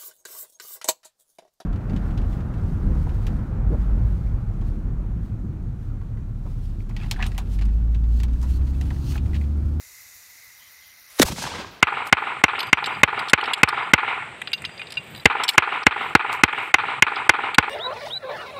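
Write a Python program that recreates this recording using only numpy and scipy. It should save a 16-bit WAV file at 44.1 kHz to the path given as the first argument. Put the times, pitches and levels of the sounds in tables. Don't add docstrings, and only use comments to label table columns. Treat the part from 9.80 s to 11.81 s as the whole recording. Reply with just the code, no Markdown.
import sys
import numpy as np
from scipy import signal
from scipy.fft import rfft, irfft, next_fast_len
from scipy.io import wavfile
from scipy.ndimage import map_coordinates

SR = 44100
rng = np.random.default_rng(int(sys.argv[2]) if len(sys.argv) > 2 else 0)


def pcm_store(signal):
    levels = np.round(np.clip(np.atleast_2d(signal), -1, 1) * 32767)
    wavfile.write(sys.argv[1], SR, levels.astype(np.int16).T)


def ratio(d):
    e = np.asarray(d, float) / 20
    return 10 ** e


N = 88508
BANG_S = 1.398


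def unit(x):
    return x / np.sqrt(np.mean(x ** 2) + 1e-20)


def along(points, hz):
    f, db = np.transpose(points)
    return np.interp(np.log(hz + 1), np.log(f + 1), db, left=-120, right=-120)


def levels(rows):
    s, *columns = np.transpose(rows)
    t = np.arange(N) / SR
    return [ratio(np.interp(t, s, db, left=-200, right=-200)) for db in columns]


def wobble(rate):
    knots = rng.standard_normal(int(N * rate / SR) + 4)
    return map_coordinates(knots, [np.arange(N) * rate / SR])


def coloured(x, colour_db):
    m = next_fast_len(N + 8192)
    gain = ratio(colour_db(np.fft.rfftfreq(m, 1 / SR)))
    return unit(irfft(rfft(x, m) * gain, m)[:N])


def noise(points, rough_db=0):
    grains = rng.standard_normal(N) * ratio(rough_db * wobble(900))
    return coloured(grains, lambda hz: along(points, hz))


def band(hz, width_hz):
    def resonance_db(f):
        return -30 * np.log10(1 + (2 * (f - hz) / width_hz) ** 2)
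    return coloured(rng.standard_normal(N), resonance_db)


def burst(s, db, hz, half_s):
    t = np.arange(N) / SR - s
    return -ratio(db) * np.exp(-(t / half_s) ** 2) * np.cos(2 * np.pi * hz * t)


# frequency in Hz, density in dB per Hz.
NIGHT_COLOUR = [(140, -31), (1200, -12.5), (2300, -8), (3250, -19.5), (3750, -10), (6200, -10), (7700, -33),
                (9200, -16), (11200, -18), (15800, -22)]
# frequency in Hz, density in dB per Hz.
RUMBLE_COLOUR = [(15, -41), (25, -24), (81, -4), (120, -10), (146, -14), (200, -15.5), (260, -16),
                 (440, -120)]


def night_air():
    return ratio(-53.5) * noise(NIGHT_COLOUR) + ratio(-73.5) * noise(RUMBLE_COLOUR)


# middle in seconds, peak in dB, pitch in Hz.
ENGINE_THUDS = [(.005, -53.5, 85), (0.071, -54.5, 75), (.135, -62, 60), (0.213, -59, 74), (0.264, -58, 80),
                (.36, -59, 60), (.468, -61, 90), (.515, -65, 69), (0.601, -61.5, 85), (.68, -58, 85),
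                (.795, -61, 70), (0.879, -61, 85), (1.016, -67, 90), (1.071, -58, 83.4), (1.105, -61, 85),
                (1.22, -61, 70), (1.33, -62, 65)]
# middle in seconds, level in dB, pitch in Hz.
KNOCKS = [(.01, -60.5, 305), (.11, -67, 392), (0.555, -68.5, 284), (.81, -57, 1000), (.86, -70, 345),
          (1.33, -60.5, 607)]


def far_engine():
    trim_db, thud_cycles, knock_s = -1.5, 0.61, 0.0058
    thuds = sum(burst(s, db + trim_db, hz, thud_cycles / hz) for s, db, hz in ENGINE_THUDS)
    knocks = sum(burst(s, db, hz, knock_s) for s, db, hz in KNOCKS)
    return thuds + knocks


# pitch in Hz, width in Hz, level in dB, trill in Hz, trill depth from 0 to 1.
CHORUSES = [
    (2041, 310, -56.5, 0, 0),
    (5790, 370, -63.5, 40, 0),
    (4140, 2200, -78, 0, 0),
    (6860, 220, -70, 19.5, 1),
]
# middle in seconds, half length in seconds, level in dB.
NEAR_CALLS = [
    (0.842, 0.057, -59.5),
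    (1.072, 0.061, -60.5),
    (1.336, 0.05, -66.5),
]


def crickets():
    t = np.arange(N) / SR
    chorus = np.zeros(N)
    for hz, width_hz, db, trill_hz, depth in CHORUSES:
        trill = 1 + np.clip(depth, 0, 1) * np.cos(2 * np.pi * trill_hz * (t - 1.147))
        waver_db = 1.85 * wobble(29.8) + 0.99 * wobble(4.7)
        chorus += ratio(db + waver_db) * trill * band(hz, width_hz)
    calls = sum(ratio(db) * np.exp(-((t - s) / half_s) ** 4) for s, half_s, db in NEAR_CALLS)
    return chorus + calls * band(3150, 800)


# frequency in Hz, density in dB per Hz.
BUZZ_COLOUR = [(7900, -30), (8800, -8), (10000, -5), (11100, -20), (12300, 0), (14500, -1), (15700, -8)]


def buzzing_katydid():
    stroke_hz, start_s, decay_s, weak_db = 87.1, .0018, 0.0042, -1.1
    stroke = (np.arange(N) / SR - start_s) * stroke_hz
    decay = np.exp(-(stroke % 1) / stroke_hz / decay_s)
    strokes = decay * ratio(weak_db * (np.floor(stroke) % 2) + 0.55 * wobble(5.5))
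    return ratio(-58) * unit(strokes) * noise(BUZZ_COLOUR, rough_db=0.2)


# middle in seconds, level in dB.
CHIRPS = [(.083, -7), (.22, 4), (.358, 5), (.508, 2), (.652, 2.5), (.792, 2), (.928, 3.5), (1.075, 2),
          (1.212, 3), (1.36, -5), (1.93, 7)]
# frequency in Hz, density in dB per Hz.
CHIRP_COLOUR = [(9000, -25), (10300, -9), (11300, -8), (13200, -3), (14700, 0), (15700, -5)]


def chirping_katydid():
    t = np.arange(N) / SR
    half_s = .021
    chirps = sum(ratio(db) * np.exp(-((t - s) / half_s) ** 4) for s, db in CHIRPS)
    return ratio(-57.5) * chirps * noise(CHIRP_COLOUR, rough_db=3.0)


# time in seconds, level in dB.
FUSE = [
    (0, -51),
    (.13, -49.5),
    (.6, -55),
    (1.05, -64),
    (1.27, -70),
    (1.36, -68),
]
# frequency in Hz, density in dB per Hz.
FUSE_COLOUR = [(1530, -38), (2600, -1), (3240, -39), (3650, -7), (5170, -5), (6830, 4.5), (8570, -5),
               (14400, -2), (15800, -12)]
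# time in seconds, level in dB.
FLARE = [
    (1.27, -75),
    (1.293, -60),
    (1.302, -51.5),
    (1.335, -51),
    (1.35, -51),
    (1.375, -45),
    (1.398, -44),
]
# frequency in Hz, density in dB per Hz.
FLARE_COLOUR = [(300, -17), (700, -8), (1500, -2), (3200, -8), (5500, -7), (8300, -9), (10500, -2),
                (15800, -16)]


def fuse():
    last_db = FUSE[-1][1]
    level, = levels(FUSE + [(BANG_S, last_db)])
    flare, = levels(FLARE)
    hiss = level * ratio(0.67 * wobble(23.9)) * noise(FUSE_COLOUR, rough_db=1.0)
    return hiss + flare * noise(FLARE_COLOUR, rough_db=-1.5)


# time in seconds, hiss in dB, boom in dB, brightness in dB per octave.
NEAR = [(1.439, -37, -36, -8), (1.45, -33.5, -36, -1.5), (1.462, -32, -38, 5.5), (1.486, -28.5, -36, 1),
        (1.505, -39.5, -27, 3.5), (1.522, -30, -41, 1), (1.535, -41, -33, 5.5), (1.552, -42, -37, 8)]
# time in seconds, hiss in dB, boom in dB, brightness in dB per octave.
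FAR = [(1.551, -42.5, -36, 11), (1.574, -36, -39, 4), (1.62, -31.5, -37, 7), (1.66, -33, -35.5, 4),
       (1.71, -35.5, -42.5, 3.5), (1.79, -34.5, -37, 2), (1.871, -41, -42, 3.5), (1.904, -46, -47, 3.5),
       (2.007, -46, -53, 3.5)]
# frequency in Hz, density in dB per Hz.
ECHO_COLOUR = [(180, -23), (300, 0), (990, -0.5), (1380, -4.5), (1600, -0.5), (1740, -8.5), (2470, -6.5),
               (4710, -8), (15800, -14)]
# frequency in Hz, density in dB per Hz.
BOOM_COLOUR = [(15, -37), (25, -23), (54, -2.5), (188, -0.5), (268, -8.5), (450, -9.5), (580, -11),
               (990, -120)]


def scattered_echoes():
    rows = np.array(NEAR + FAR)
    hz, s, z = signal.stft(noise(ECHO_COLOUR), SR, nperseg=256)
    brightness = np.interp(s, rows[:, 0], rows[:, 3])
    tilt_db = np.outer(np.log2(np.clip(hz, 500, 6000) / 2000), brightness)
    travel_s = np.clip(s - BANG_S, 0, 1)
    air_db = 54.5 * np.outer((hz / 8700.0) ** 1.2, travel_s)
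    shaped = z * ratio(tilt_db - np.minimum(air_db, 30))
    shaped = shaped * np.linalg.norm(z, axis=0) / np.linalg.norm(shaped, axis=0)
    hiss = signal.istft(shaped, SR, nperseg=256)[1][:N]
    near, far = rows[:len(NEAR), :3], rows[len(NEAR):, :3]
    hiss_level, boom_level = np.add(levels(near), levels(far))
    boom = ratio(-5) * boom_level * noise(BOOM_COLOUR)
    return hiss_level * ratio(1.44 * wobble(70)) * hiss + boom


# middle in seconds, level in dB, pitch in Hz.
SLAPS = [(1.466, -28, 900), (1.486, -26, 910), (1.522, -33, 980), (1.563, -36, 2100), (1.584, -26, 860),
         (1.624, -29, 1540), (1.626, -28, 1000), (1.641, -20.5, 920), (1.642, -33.5, 1600),
         (1.654, -28, 1570), (1.656, -31.5, 810), (1.667, -27, 1070), (1.676, -23.5, 990),
         (1.688, -36, 1240), (1.707, -35, 1050), (1.721, -31.5, 915), (1.74, -33, 1150), (1.75, -34, 2000),
         (1.76, -31, 2030), (1.785, -33.5, 2040), (1.824, -33, 895), (1.847, -31, 1060)]
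# frequency in Hz, density in dB per Hz.
SLAP_COLOUR = [(250, -8), (900, 0), (1800, -5), (4000, -18), (9000, -40)]


def wall_slaps():
    t = np.arange(N) / SR
    half_s = .002
    crack = ratio(-9) * noise(SLAP_COLOUR)
    slaps = np.zeros(N)
    for s, db, hz in SLAPS:
        bell = np.exp(-((t - s) / half_s / 1.88) ** 2)
        slaps += burst(s, db, hz, half_s) + ratio(db) * bell * crack
    return slaps


# middle in seconds, level in dB, pitch in Hz, half length in cycles.
PUSHES = [(1.409, -12, 207, 0.77), (1.426, -20.5, 205, 1.3), (1.44, -22, 150, 0.6),
          (1.455, -22.5, 60, 0.41), (1.5057, -24.5, 99, 0.55), (1.521, -28, 84, 0.56),
          (1.526, -24.5, 201, 0.36), (1.5318, -23, 177, 0.72), (1.59, -29.5, 200, 0.91),
          (1.606, -37.5, 170, 1.5), (1.643, -32.5, 253, 0.93), (1.662, -34.5, 149, 1.7),
          (1.739, -38.5, 85, 1.8), (1.793, -33, 197, 1.3), (1.875, -40, 101, 1.2)]


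def low_pushes():
    return sum(burst(s, db, hz, cycles / hz) for s, db, hz, cycles in PUSHES)


# middle in seconds, level in dB, pitch in Hz.
SPARK = (1.953, -59, 11000)


def spark():
    return burst(*SPARK, .0006)


# peak in seconds, level in dB.
CRACKS = [
    (1.398, -6),
    (1.403, -17),
]
# frequency in Hz, density in dB per Hz.
CRACK_COLOUR = [(800, -20), (2000, -5), (6500, 0), (10000, -9), (15500, -14)]


def crack():
    t = np.arange(N) / SR
    t60_s = .006
    level = np.zeros(N)
    for s, db in CRACKS:
        side = np.where(t > s, 1, .4)
        level += ratio(db - 60 * np.abs(t - s) / t60_s) * side
    return level * noise(CRACK_COLOUR)


# time in seconds, level in dB.
JET = [
    (1.399, -28),
    (1.41, -30),
    (1.4145, -24),
    (1.4185, -13),
    (1.4205, -11.5),
    (1.4255, -12),
    (1.4305, -11.5),
    (1.4345, -24),
    (1.446, -47.5),
]
# frequency in Hz, density in dB per Hz.
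JET_COLOUR = [(180, -50), (400, 3), (750, 0), (1800, 8), (2600, -3), (3670, 3), (5200, -3.5), (6890, -1.5),
              (13400, -9.5), (15800, -11)]


def flame_jet():
    t = np.arange(N) / SR
    lead = ratio(-19 - 60 * np.abs(t - BANG_S) / .04) * (t < JET[0][0])
    jet, = levels(JET)
    return (lead + jet) * noise(JET_COLOUR, rough_db=3.0)


# start in seconds, level in dB, share of ring length, share of pitch.
THUMPS = [
    (1.3988, -1, .92, 1),
    (1.4168, -9, .5, 1),
    (1.4296, -8, .5, 1.9),
]


def tube_ring():
    tube_hz, start_hz, settle_s, ring_s = 268, 770, .0012, .0066
    rings = np.zeros(N)
    for s, db, length, pitch in THUMPS:
        t = np.clip(np.arange(N) / SR - s, 0, 1)
        hz = pitch * tube_hz
        turns = hz * t + (start_hz - hz) * settle_s * (1 - np.exp(-t / settle_s))
        decay = np.exp(-(t / (length * ring_s)) ** 1.46)
        rings -= ratio(db) * decay * np.sin(2 * np.pi * turns)
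    return rings


def scene():
    since = np.arange(N) / SR - BANG_S
    duck_db, recover_db_per_s = -24, 19
    recovery_db = np.minimum(duck_db + recover_db_per_s * since, 0)
    gain = ratio(np.where(since > 0, recovery_db, 0))
    insects = crickets() + buzzing_katydid() + chirping_katydid()
    quiet = night_air() + far_engine() + insects + fuse()
    echoes = scattered_echoes() + wall_slaps() + low_pushes() + spark()
    bang = crack() + flame_jet() + tube_ring()
    return (gain * quiet + echoes + bang)[None]


def roll_off(x):
    return signal.sosfilt(signal.butter(12, 16120, fs=SR, output="sos"), x)


def record(dry):
    top, knee, top_hz = .8, 3.5, 15850
    clipped = dry / (1 + np.abs(dry / top) ** knee) ** (1 / knee)
    passed = np.fft.rfftfreq(2 * N, 1 / SR) < top_hz
    limited = irfft(rfft(clipped, 2 * N) * passed, 2 * N)[:, :N]
    return roll_off(limited)


dry = scene()
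out = record(dry)
pcm_store(out)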